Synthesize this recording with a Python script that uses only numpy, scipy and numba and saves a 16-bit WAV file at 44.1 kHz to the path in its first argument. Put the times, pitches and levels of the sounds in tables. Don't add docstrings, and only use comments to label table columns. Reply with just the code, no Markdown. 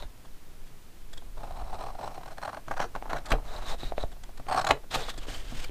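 import sys
import numpy as np
from scipy import signal
from scipy.fft import rfft, irfft, next_fast_len
from scipy.io import wavfile
from scipy.ndimage import uniform_filter1d, map_coordinates
from numba import njit

SR = 44100
rng = np.random.default_rng(int(sys.argv[2]) if len(sys.argv) > 2 else 0)


def put_to_file(sound):
    columns = np.atleast_2d(sound).T
    safe = np.clip(columns, -1, 1)
    whole_steps = np.round(safe * 32767)
    wavfile.write(sys.argv[1], SR, whole_steps.astype(np.int16))


def how_loud(loudness_db):
    steps = np.asarray(loudness_db, float) / 20
    return 10 ** steps


N = 251525
T_S = np.arange(N) / SR

# (frequency [Hz], width [Hz], level [dB])
LOOSE_FLAP = [(420, 70, 0)]
LOOSE_FROM_S = 4.712


def unit(x):
    return x / np.sqrt(np.mean(x ** 2))


@njit
def svf(x, hz, width_hz):
    y, band, low = np.empty(len(x)), 0., 0.
    g, k = np.tan(np.pi * hz / SR), width_hz / hz
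    for i in range(len(x)):
        v = (band + g * (x[i] - low)) / (1 + g * (g + k))
        band, low, y[i] = 2 * v - band, low + 2 * g * v, k * v
    return y


@njit
def glide(x, hz, width_hz):
    y, band, low = np.empty(len(x)), 0., 0.
    for i in range(len(x)):
        g, k = np.tan(np.pi * hz[i] / SR), width_hz / hz[i]
        v = (band + g * (x[i] - low)) / (1 + g * (g + k))
        band, low, y[i] = 2 * v - band, low + 2 * g * v, k * v
    return y


def noise_rms(width_hz):
    return np.sqrt(np.pi * width_hz / SR)


def body(x, modes):
    power = sum((how_loud(db) * noise_rms(width_hz)) ** 2 for hz, width_hz, db in modes)
    out = 0
    for k, (hz, width_hz, db) in enumerate(modes):
        out = out + (-1) ** k * how_loud(db) * svf(x, float(hz), float(width_hz))
    return out / np.sqrt(power)


def grains(rate_hz, spread_db):
    hit = rng.random(N) < rate_hz / SR
    return unit(hit * rng.standard_normal(N) * how_loud(spread_db * rng.exponential(size=N)))


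def walk(rate_hz):
    return unit(map_coordinates(rng.standard_normal(4096), [np.arange(N) * rate_hz / SR], order=3))


def curve(rows, outside_db=-120):
    s, db = np.transpose(list(rows))
    return np.interp(T_S, s, db, left=outside_db, right=outside_db)


def bursts(rows, rise_ms, fall_ms, swell=0.):
    out, ms = np.zeros((len(rows[0]) - 2, N + 4096)), np.arange(4096) * 1000 / SR
    for s, db, *rel_db, length_ms in rows:
        rise = np.minimum(ms / (rise_ms + swell * length_ms), 1)
        fall = np.exp(-np.maximum(ms - length_ms + fall_ms, 0) / fall_ms)
        i = int(s * SR)
        out[:, i:i + 4096] += how_loud(db + np.array([0, *rel_db]))[:, None] * rise * fall
    return out[:, :N]


def cutting():
    # (time [s], sheet level [dB], length [ms])
    slow_tears = [(1.22, -49, 7.6), (1.372, -39.5, 11.7), (1.403, -51, 18), (1.432, -39.5, 9.9),
                  (1.447, -54, 5.8), (1.469, -42, 14), (1.49, -55, 10), (1.506, -37, 12), (1.519, -43, 9),
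                  (1.555, -44, 21), (1.587, -40.5, 16), (1.61, -43, 14.5), (1.638, -43, 11),
                  (1.672, -45, 16), (1.693, -48, 21), (1.727, -37.5, 29.6), (1.754, -53, 10),
                  (1.782, -37.5, 18), (1.8, -36.5, 19), (1.821, -36.5, 10.4), (1.836, -39, 7.2),
                  (1.862, -40, 9.5), (1.886, -53, 4.6), (1.902, -39.5, 5.2), (1.948, -39.5, 8.9),
                  (1.984, -40, 16), (2.008, -38, 15), (2.027, -36.5, 23), (2.056, -37.5, 10),
                  (2.075, -30, 7)]
    # (time [s], sheet level [dB], length [ms], extra crack level [dB])
    sticky_tears = [(2.111, -51, 13, 4), (2.141, -48, 19, 5), (2.177, -34.5, 5.7, -9), (2.21, -38, 9, -6),
                    (2.232, -34, 5.4, -1), (2.257, -35.5, 8.4, -1), (2.276, -42, 13, 3),
                    (2.301, -45.5, 34, 5), (2.372, -44, 4.4, 2), (2.3805, -30, 5.1, 3), (2.415, -41, 8, 9),
                    (2.423, -37, 9.3, 4.5), (2.432, -30, 6.8, 3), (2.448, -34.5, 13, 5.5),
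                    (2.476, -27, 7.2, -1), (2.491, -31.5, 9.7, -2), (2.53, -32.5, 4.5, 0),
                    (2.539, -37.5, 8, 0), (2.544, -37.5, 6, 2), (2.566, -43, 5.5, 0),
                    (2.57, -32.5, 7.3, -4.5)]
    jerky_tears = [(2.682, -33, 2.7, 9.5), (2.711, -26, 7.8, 0), (2.722, -40, 10, -3),
                   (2.736, -37.5, 7.3, 5), (2.766, -30, 11, -1), (2.777, -30, 3.5, 3),
                   (2.793, -24.5, 7, -8), (2.799, -23.5, 7.1, 0), (2.808, -29.5, 21.3, 5),
                   (2.821, -39, 21, 3), (2.837, -36.5, 16, 1), (2.9509, -34, 5, 4.5), (2.96, -31, 2.4, 7.5),
                   (2.966, -47.5, 20, -5), (3.055, -37, 3.6, -10), (3.061, -39, 2.9, -10),
                   (3.077, -39, 6.9, -6), (3.094, -36, 17, 6), (3.111, -35, 13, -3), (3.13, -24, 4, 7.5),
                   (3.137, -31, 5.3, -10), (3.144, -31.5, 13, -12), (3.157, -36.5, 18.4, 4),
                   (3.179, -46, 10, 11.5), (3.249, -46, 80, -5), (3.316, -31.5, 4.4, 16.5),
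                   (3.321, -25, 12, -7), (3.33, -34, 10, -8), (3.345, -36.5, 13, -16),
                   (3.382, -41, 6.5, -18), (3.396, -52, 8.3, -20), (3.426, -45, 6.8, -15)]
    snip_tears = [(4.165, -51.5, 9.4, 5), (4.29, -42.5, 4.5, -6), (4.398, -35, 5.2, -4),
                  (4.483, -31.5, 9.9, 5.5), (4.496, -32.5, 10, -1), (4.5095, -21.5, 10, -3),
                  (4.521, -27, 11, 3), (4.533, -35, 8.7, 4), (4.543, -22.5, 8, -2), (4.556, -29.5, 19, 0.5),
                  (4.573, -21.5, 14, -2.5), (4.589, -22, 12, -4), (4.609, -29, 11.2, 2),
                  (4.643, -22, 7.8, -2.5), (4.665, -25.5, 13.5, 4.5), (4.686, -24, 9.6, 1.5),
                  (4.694, -28, 11, 1), (4.706, -16.5, 6.8, 0), (4.715, -35, 5.1, 0), (4.724, -47, 13, 3),
                  (4.75, -51, 30, -10), (4.834, -52.5, 14, -12)]
    # (run start [s], crack level above sheet [dB],
    # brightening [dB/s], cut edge level above crack [dB])
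    brighten = [
        (1.36, -15, 5.5, -7),
        (2.1, -10, -2, -1),
        (2.68, -18.5, 7.5, 12),
        (4.46, -8.5, 12, -2),
    ]
    # (time [s], steady shear level [dB])
    pressure = [
        [(1.36, -56), (1.546, -53), (1.7, -52), (1.9, -46.5), (1.97, -60), (2.08, -48.5), (2.33, -75),
         (2.36, -67.5), (2.6, -55.5)],
        [(2.68, -78), (2.85, -45.5), (2.926, -76), (3.08, -73), (3.188, -43.5), (3.22, -58), (3.362, -48),
         (3.44, -70)],
        [(4.46, -50), (4.612, -48), (4.742, -51), (4.8, -64)],
    ]
    # (frequency [Hz], width [Hz], level [dB])
    fibre = [(2560, 2700, 12), (4300, 1470, 13.5), (6700, 1800, 2), (11700, 8400, -5)]
    mid_crunch = [(2000, 2600, 5), (3030, 1900, 0)]
    cut_edge = [(1510, 233, 0)]
    sheet_lead_ms = 1.3
    held_until_s = 2.4

    rows = []
    runs = [slow_tears, sticky_tears, jerky_tears, snip_tears]
    for tears, (start_s, crack_db, db_per_s, edge_db) in zip(runs, brighten):
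        for s, db, length_ms, *extra_db in tears:
            bright_db = crack_db + db_per_s * (s - start_s) + sum(extra_db)
            rows.append((s, db, bright_db, bright_db + edge_db, length_ms))
    low = np.roll(bursts(rows, 0.47, 2.1)[0], -int(sheet_lead_ms * SR / 1000))
    high, edge = bursts(rows, 0.34, 2.17, swell=0.26)[1:]

    patchy = walk(55)
    shear = sum(how_loud(curve(p)) for p in pressure) * how_loud(2.2 * patchy)
    stutter = how_loud(1.6 * walk(240))
    tone = sheet(grains(6000, 0.95) * (shear * how_loud(7.0) + low * how_loud(3.5)) * stutter)
    flap = body(tone * (T_S > LOOSE_FROM_S), LOOSE_FLAP) * how_loud(-6.0)

    held = T_S < held_until_s
    gripped = (T_S > 4.44) & (T_S < 4.7)
    held_tone = svf(tone * held, 780.0, 550.0) * how_loud(2.0)
    gripped_tone = svf(tone * gripped, 950.0, 940.0) * how_loud(0.5)
    tone = held_tone + gripped_tone + tone * ~(held | gripped)
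    taut = signal.sosfilt(signal.butter(5, 600, "high", fs=SR, output="sos"), tone)
    is_taut = ((T_S > 2.4) & (T_S < 2.83)) | gripped
    tone = np.where(is_taut, taut * how_loud(0.93), tone)

    snap = grains(9000, 1.3) * stutter
    crack = snap * (shear * how_loud(-14.0) + high * how_loud(-5.0))
    crunch = body(snap * (shear + np.roll(low, 30)) * how_loud(-23.5) * held, mid_crunch)
    bright = dull(body(crack, fibre) * how_loud(-2.0) + blades(crack, patchy[::-1]))
    return tone + flap + crunch + bright + body(snap * edge * how_loud(-5.5), cut_edge)


def sheet(x):
    # (frequency [Hz], width [Hz], level [dB])
    bending_modes = [(395, 390, -13), (635.6, 235, -2), (764, 193, -0.5), (1117, 434, -4),
                     (1359, 655, -7.5)]
    return 1.216 * svf(body(x, bending_modes), 560.0, 1200.0)


def blades(x, drift):
    # (time [s], first [Hz], second [Hz], third [Hz], second level above first [dB])
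    blade_rings = [(1.4, 3870, 5260, 8200, -8), (2.05, 4020, 5450, 8060, -3), (2.2, 4020, 5450, 8130, -3),
                   (2.5, 4170, 5600, 8400, -7.5), (2.8, 4360, 5870, 8700, 4), (3.15, 3900, 5460, 7900, -3),
                   (4.5, 4300, 5460, 8100, -13), (4.63, 4020, 5340, 8100, 1), (4.645, 4000, 5200, 6860, -9)]
    width_hz, third_width_hz = 380.0, 480.0
    s, *cols = np.transpose(blade_rings)
    first_hz, second_hz, third_hz, second_db = (np.interp(T_S, s, c) for c in cols)
    waver = 1 + 0.022 * drift
    rings = glide(x, first_hz * waver, width_hz)
    rings = rings - how_loud(second_db) * glide(x, second_hz * waver, width_hz)
    rings = rings + how_loud(-8) * glide(x, third_hz * waver, third_width_hz)
    return rings * how_loud(-4.5) / noise_rms(width_hz)


def dull(x):
    top_hz, airy_db = 9400, -6
    low = signal.sosfilt(signal.butter(6, top_hz, fs=SR, output="sos"), x)
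    high = signal.sosfilt(signal.butter(4, top_hz, "high", fs=SR, output="sos"), x)
    return low + how_loud(airy_db) * high


def sliding():
    # (time [s], friction level [dB])
    slides = [
        [(0.0, -48.5), (0.018, -68), (0.024, -54), (0.037, -60), (0.042, -68), (0.06, -80)],
        [(3.43, -92), (3.45, -58.5), (3.515, -52), (3.585, -52.5), (3.6, -60), (3.62, -55), (3.66, -52),
         (3.676, -46)],
        [(3.676, -53), (3.685, -46.5), (3.705, -45.5), (3.725, -50.5), (3.746, -58), (3.756, -71)],
        [(3.78, -60), (3.798, -49), (3.868, -48.5), (3.902, -55), (3.917, -70)],
        [(3.965, -66), (3.977, -58), (4.031, -45.5), (4.037, -59)],
        [(4.9, -75), (4.912, -48), (4.916, -48), (4.937, -43.5), (4.945, -33.5), (4.958, -35.5), (4.965, -44.5),
         (5.0, -45.5), (5.066, -52)],
        [(5.066, -54), (5.085, -47), (5.103, -40.5), (5.11, -51), (5.13, -65), (5.17, -75)],
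        [(5.19, -69), (5.205, -54), (5.235, -44.5), (5.256, -57), (5.268, -69)],
        [(5.268, -53), (5.29, -46.5), (5.32, -47), (5.35, -44), (5.41, -52.5), (5.43, -57)],
        [(5.43, -59), (5.46, -52.5), (5.54, -51.5), (5.57, -47.5), (5.62, -46), (5.647, -39), (5.652, -56),
         (5.69, -63)],
    ]
    # (sheet level [dB], face hiss level [dB], ring level [dB],
    # ring frequency [Hz], catching [0-1])
    colours = [(4, -6, 0, 3560, .6), (7.5, -2, 2, 3900, 0.45), (2.5, 1, 2.5, 3670, 0.36),
               (-4.5, -5, 2, 3800, 0.2), (4, -3.5, 6, 3760, 0.8), (4, 1, 2, 3540, 0.53),
               (-14, 1.5, 1.5, 3580, 0.8), (-4.5, -6, -5.5, 2900, .6), (-8, -1, -5.5, 3100, 0.3),
               (-12, -2, -5.5, 3030, 0.7)]
    # (frequency [Hz], width [Hz], level [dB])
    face_modes = [(1600, 1440, 1.5), (3600, 1380, 0), (4510, 970, 0), (7530, 2900, -2.5), (8060, 1300, 0),
                  (12400, 4300, -10.5)]
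    # (time [s], level [dB], length [ms], pitch [Hz])
    chirp_events = [(3.304, -41, 6.4, 3870), (3.319, -29, 7.8, 2370), (3.319, -35, 6.5, 2780),
                    (3.322, -33, 10, 1500), (4.946, -37, 5.1, 3940), (4.948, -38, 6.9, 3400),
                    (4.612, -38, 9, 4250), (4.522, -44, 10, 4400), (4.667, -37, 7, 3550),
                    (4.717, -38, 6, 2900), (4.975, -44, 14, 2400), (4.708, -29, 2.9, 2450),
                    (3.131, -38, 4, 4150), (4.707, -35, 6, 4000), (4.71, -28, 6, 2700),
                    (3.51, -60, 11, 3900), (3.562, -46, 11, 3880), (3.832, -43, 9.4, 3810),
                    (5.028, -45.5, 22, 3940), (5.343, -39, 12, 3100), (5.365, -53, 6, 3050),
                    (5.48, -50, 6.6, 2500), (5.641, -42, 11, 2850), (5.641, -44, 11, 2250)]
    # (time [s], hum frequency [Hz], level [dB])
    sag_rows = [(3.676, 1080, -60), (3.695, 1020, -41), (3.72, 800, -40), (3.748, 574, -41),
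                (3.76, 540, -63)]
    ring_width_hz, sag_width_hz, chirp_width_hz = 380.0, 140.0, 200

    quick, slow = walk(110), walk(28)
    hum, fine, rub = grains(7000, 1.9), grains(15000, 2.14), grains(9000, 1.9)
    hum_gain, face_gain, ring_gain, ring_hz = np.zeros((4, N))
    for rows, (sheet_db, face_db, ring_db, hz, catching) in zip(slides, colours):
        friction_db = curve(rows)
        gain = how_loud(friction_db + catching * (2.2 * quick + 1.0 * slow))
        hum_gain += gain * how_loud(sheet_db)
        face_gain += gain * how_loud(face_db)
        ring_gain += gain ** 0.75 * how_loud(ring_db - 13.5)
        ring_hz += (friction_db > -119) * hz

    hum = hum * hum_gain
    tone = sheet(hum) * how_loud(8.0) + body(hum * (T_S > LOOSE_FROM_S), LOOSE_FLAP) * how_loud(-19.0)
    face = body(fine * face_gain, face_modes) * how_loud(6.5)

    ring_hz = np.clip(ring_hz, 2500, 5000) * (1 + 0.022 * slow[::-1])
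    push = rub * ring_gain * how_loud(2.0 * quick[::-1])
    ring = glide(push, ring_hz, ring_width_hz) - how_loud(-6) * svf(push, 4090.0, 660.0)
    ring = ring / noise_rms(ring_width_hz)

    chirps = np.zeros(N)
    for s, db, length_ms, hz in chirp_events:
        gain = bursts([(s, db, length_ms)], 1.4, 2.7)[0]
        chirps += body(fine * gain, [(hz, chirp_width_hz, 0)])

    s, sag_hz, sag_db = np.transpose(sag_rows)
    sag = glide(rub * how_loud(curve(zip(s, sag_db))), np.interp(T_S, s, sag_hz), sag_width_hz)
    return tone + dull(face) + ring + chirps + sag / noise_rms(sag_width_hz)


def scuffs():
    # (time [s], level [dB], low part above it [dB], ring above it [dB], length [ms])
    scuff_events = [(.03, -61, 21, -13, 9.3), (.245, -58, 8, -6, 16), (.665, -60.5, -16, -6, 32),
                    (1.129, -43, -4.5, -5, 11.2), (1.174, -43, -15, 0, 7.8), (3.256, -41, -13, -11, 14),
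                    (3.27, -53, 18, -12, 6.8), (3.284, -47.5, 13, -6, 22), (3.3035, -33, 3, -12, 4.6),
                    (3.307, -42.5, 20, -14, 8.3), (4.116, -53.5, 11, -7, 14.6),
                    (4.234, -43, -0.5, -6.5, 7.7), (4.373, -45, 0, -12, 8.6), (5.08, -56, 17, -7, 12),
                    (5.138, -48, 4.5, -3.5, 8.8), (5.176, -40.5, -16, -6.5, 15.5),
                    (5.25, -56, 14, -15, 6.4), (5.268, -66, 0, -15, 4.4), (5.283, -45, 2, -22, 20),
                    (5.516, -53, 11, -17, 13), (5.643, -54, -19, -11, 6.2)]
    # (frequency [Hz], width [Hz], level [dB])
    brush_modes = [(1650, 350, 7.5), (3600, 1540, 5.5), (4640, 650, 8), (7600, 1600, 1), (12100, 7400, -18)]
    high, low, ring = bursts(scuff_events, 0.8, 1.6)
    rough = grains(12000, 0.94)
    brush = body(rough * high, brush_modes) * how_loud(-1.5)
    tick = body(rough * ring, [(3330, 120, 0)])
    return brush + sheet(rough * low) * how_loud(-0.5) + tick


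def knocks():
    # (time [s], peak level [dB], pitch
    # [Hz], edge above it [dB], table above it [dB])
    knock_events = [(0.0235, -36, 635, -4, -24), (0.031, -37.5, 910, -12, -22), (2.676, -45, 714, -12, 6),
                    (3.023, -26, 784, -12, -38), (3.1309, -19, 1020, -22, -14), (3.3162, -28, 780, 6.5, 3.5),
                    (3.3187, -27, 1020, 9, -13), (3.3373, -19, 700, -27, -22), (3.3333, -18.5, 580, -27, -7),
                    (3.831, -28.5, 760, -11, -3.5), (3.92, -20, 695, -29, -41), (3.979, -17, 596, -12.5, -41),
                    (4.036, -19.5, 650, -38, -38), (4.395, -49, 730, -8, 9), (4.4665, -36, 690, -5, -31),
                    (4.7058, -17, 890, -1.5, -20), (4.7082, -8.5, 700, 0.5, -17), (4.7173, -18, 810, -12, -32),
                    (4.6425, -24, 750, -14, -32), (4.5755, -20.5, 750, -6, -37), (4.5448, -20, 740, -21, -36),
                    (4.941, -38, 730, -5, -26), (5.084, -27.5, 1180, -23, -28), (2.7097, -21, 760, -29, -40),
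                    (2.801, -17, 710, -26, -40), (2.4545, -34, 820, -12, -25), (4.956, -19.5, 790, -5.5, -13.5),
                    (5.176, -37, 706, -18, -0.5), (5.268, -35, 423, -17, -24), (5.282, -31.5, 494, -12, -7.5),
                    (5.522, -54, 666, -9, 15.5), (2.179, -45, 770, -18, -30), (5.533, -45, 270, -37, -13),
                    (5.545, -38, 240, -37, 2), (5.564, -43, 250, -30, 5), (5.693, -30, 350, -12, -5),
                    (2.9505, -26.5, 1060, -9, -35), (2.9605, -27, 810, -16, -38), (3.0435, -43, 800, -12, -35),
             (3.056, -31, 880, -20, -35), (3.0618, -32, 855, -20, -35), (3.0805, -40, 750, -20, -35),
             (4.4875, -30, 1150, -14, -35), (4.5117, -21, 780, -16, -35), (4.667, -24, 1200, -11, -35),
             (4.689, -21, 1000, -12, -35), (2.6811, -34, 1320, -12, -30), (4.9499, -23, 1250, -3, -28),
             (4.9415, -27, 800, -8, -30)]
    out, t = np.zeros(N + 8192), np.arange(8192) / SR
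    edge = np.sin(2 * np.pi * 2400 * t) * np.exp(-t / 0.00029) * (1 - np.exp(-t / 0.000044))
    table = np.sin(2 * np.pi * 136 * t) * np.exp(-t / 0.033)
    table = table + 3.33 * np.sin(2 * np.pi * 260 * t) * np.exp(-t / 0.0031)
    for s, db, hz, edge_db, table_db in knock_events:
        ring = -np.sin(2 * np.pi * hz * t) * np.exp(-t / 0.0021)
        knock = 1.2 * ring + 3.0 * how_loud(edge_db) * edge + 0.44 * how_loud(table_db) * table
        i = int((s + 0.00164) * SR)
        out[i:i + 8192] += how_loud(db) * knock
    return out[:N]


def thumps():
    # (time [s], peak level [dB], frequency [Hz], decay [ms])
    jumps = [(0.048, -37, 55, 6.4), (2.712, -37, 29, 16), (3.315, -17, 30.5, 19), (3.849, -26, 22.9, 18),
             (4.038, -21.5, 45, 3.3), (4.713, -32.5, 36, 11.3), (4.956, -35, 36.2, 14)]
    booms = [(2.845, -39, 470, 7), (2.86, -46.5, 353, 6.5), (3.345, -34, 446, 7.9), (3.36, -44, 300, 13),
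             (4.712, -31.5, 280, 7), (4.965, -36, 520, 9), (5.005, -39, 454, 7), (5.078, -42, 497, 5.2),
             (5.086, -38, 1130, 6), (5.175, -41, 320, 5.3), (5.28, -44, 304, 6.2), (5.522, -40, 240, 7.6),
             (5.565, -44, 230, 5.2), (5.643, -47, 507, 5)]
    out, ms = np.zeros(N + 8192), np.arange(8192) * 1000 / SR
    for s, db, hz, decay_ms in jumps + booms:
        swing = np.sin(2 * np.pi * hz * ms / 1000)
        i = int(s * SR)
        out[i:i + 8192] -= how_loud(db) * swing * np.exp(1 - ms / decay_ms) * ms / decay_ms
    return out[:N]


def air(near):
    # (time [s], level [dB])
    busy_rows = [(0, -35), (.2, -57), (.85, -60), (1.0, -53.5), (1.65, -31.5), (2.0, -52.5), (2.62, -66),
                 (2.71, -46), (2.98, -49.5), (3.14, -36.5), (3.25, -53), (3.33, -33), (3.45, -40.5),
                 (4.05, -35), (4.2, -48), (4.8, -53), (5.15, -39.5), (5.7, -36.5)]
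    sway, flap, rumble = rng.standard_normal((3, N))
    sway = unit(svf(svf(sway, 8.7, 11.7), 8.7, 11.7))
    flap = unit(svf(svf(svf(flap, 25.0, 30.0), 28.0, 31.0), 30.0, 62.0))
    rumble = svf(rumble, 108.7, 43.0) + 0.45 * svf(rumble, 240.0, 285.0) + 0.13 * svf(rumble, 75.0, 43.0)
    busy_db = curve(busy_rows)
    change_db = busy_db - busy_db.mean()
    table_smoothing_s = 0.02
    force = np.abs(uniform_filter1d(near ** 2, int(table_smoothing_s * SR))) ** 0.34
    shake = how_loud(-61.5 + 0.02 * change_db) + how_loud(-24.5) * force
    rumble = unit(rumble) * shake * how_loud(1.4 * walk(25.32) - 1.0)
    return sway * how_loud(-36 + 0.34 * change_db) + flap * how_loud(busy_db - 5.0) + rumble


def hiss():
    # (frequency [Hz], spectral level [dB per Hz])
    spectrum = [(35, -31), (60, -6), (175, -8), (312, -14), (1070, -19.5), (1320, -19.5), (6260, -26),
                (13500, -28), (15500, -29.5)]
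    level_db = -57.5
    hz, db = np.transpose(spectrum)
    n = next_fast_len(N)
    f_hz = np.arange(n // 2 + 1) * SR / n + 1
    shape = how_loud(np.interp(np.log(f_hz), np.log(hz), db))
    return unit(irfft(rfft(rng.standard_normal(n)) * shape, n)[:N]) * how_loud(level_db)


def room(near):
    t60_s, level_db = 0.14, -17.5
    t = np.arange(SR // 2) / SR
    echo = svf(rng.standard_normal(len(t)), 560.0, 7800.0) * how_loud(-60 * t / t60_s) * (t > .004)
    return how_loud(level_db) * signal.fftconvolve(near, echo / np.sqrt(np.sum(echo ** 2)))[:N]


def scene():
    near = cutting() + sliding() + scuffs() + knocks()
    return (near + room(near) + thumps() + air(near) + hiss())[None]


def top_cut(x):
    return signal.sosfilt(signal.butter(12, 15680, fs=SR, output="sos"), x)


def record(dry):
    low_pass = signal.ellip(10, .2, 80, 15300, fs=SR, output="sos")
    return top_cut(signal.sosfilt(low_pass, dry))


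dry = scene()
out = record(dry)
put_to_file(out)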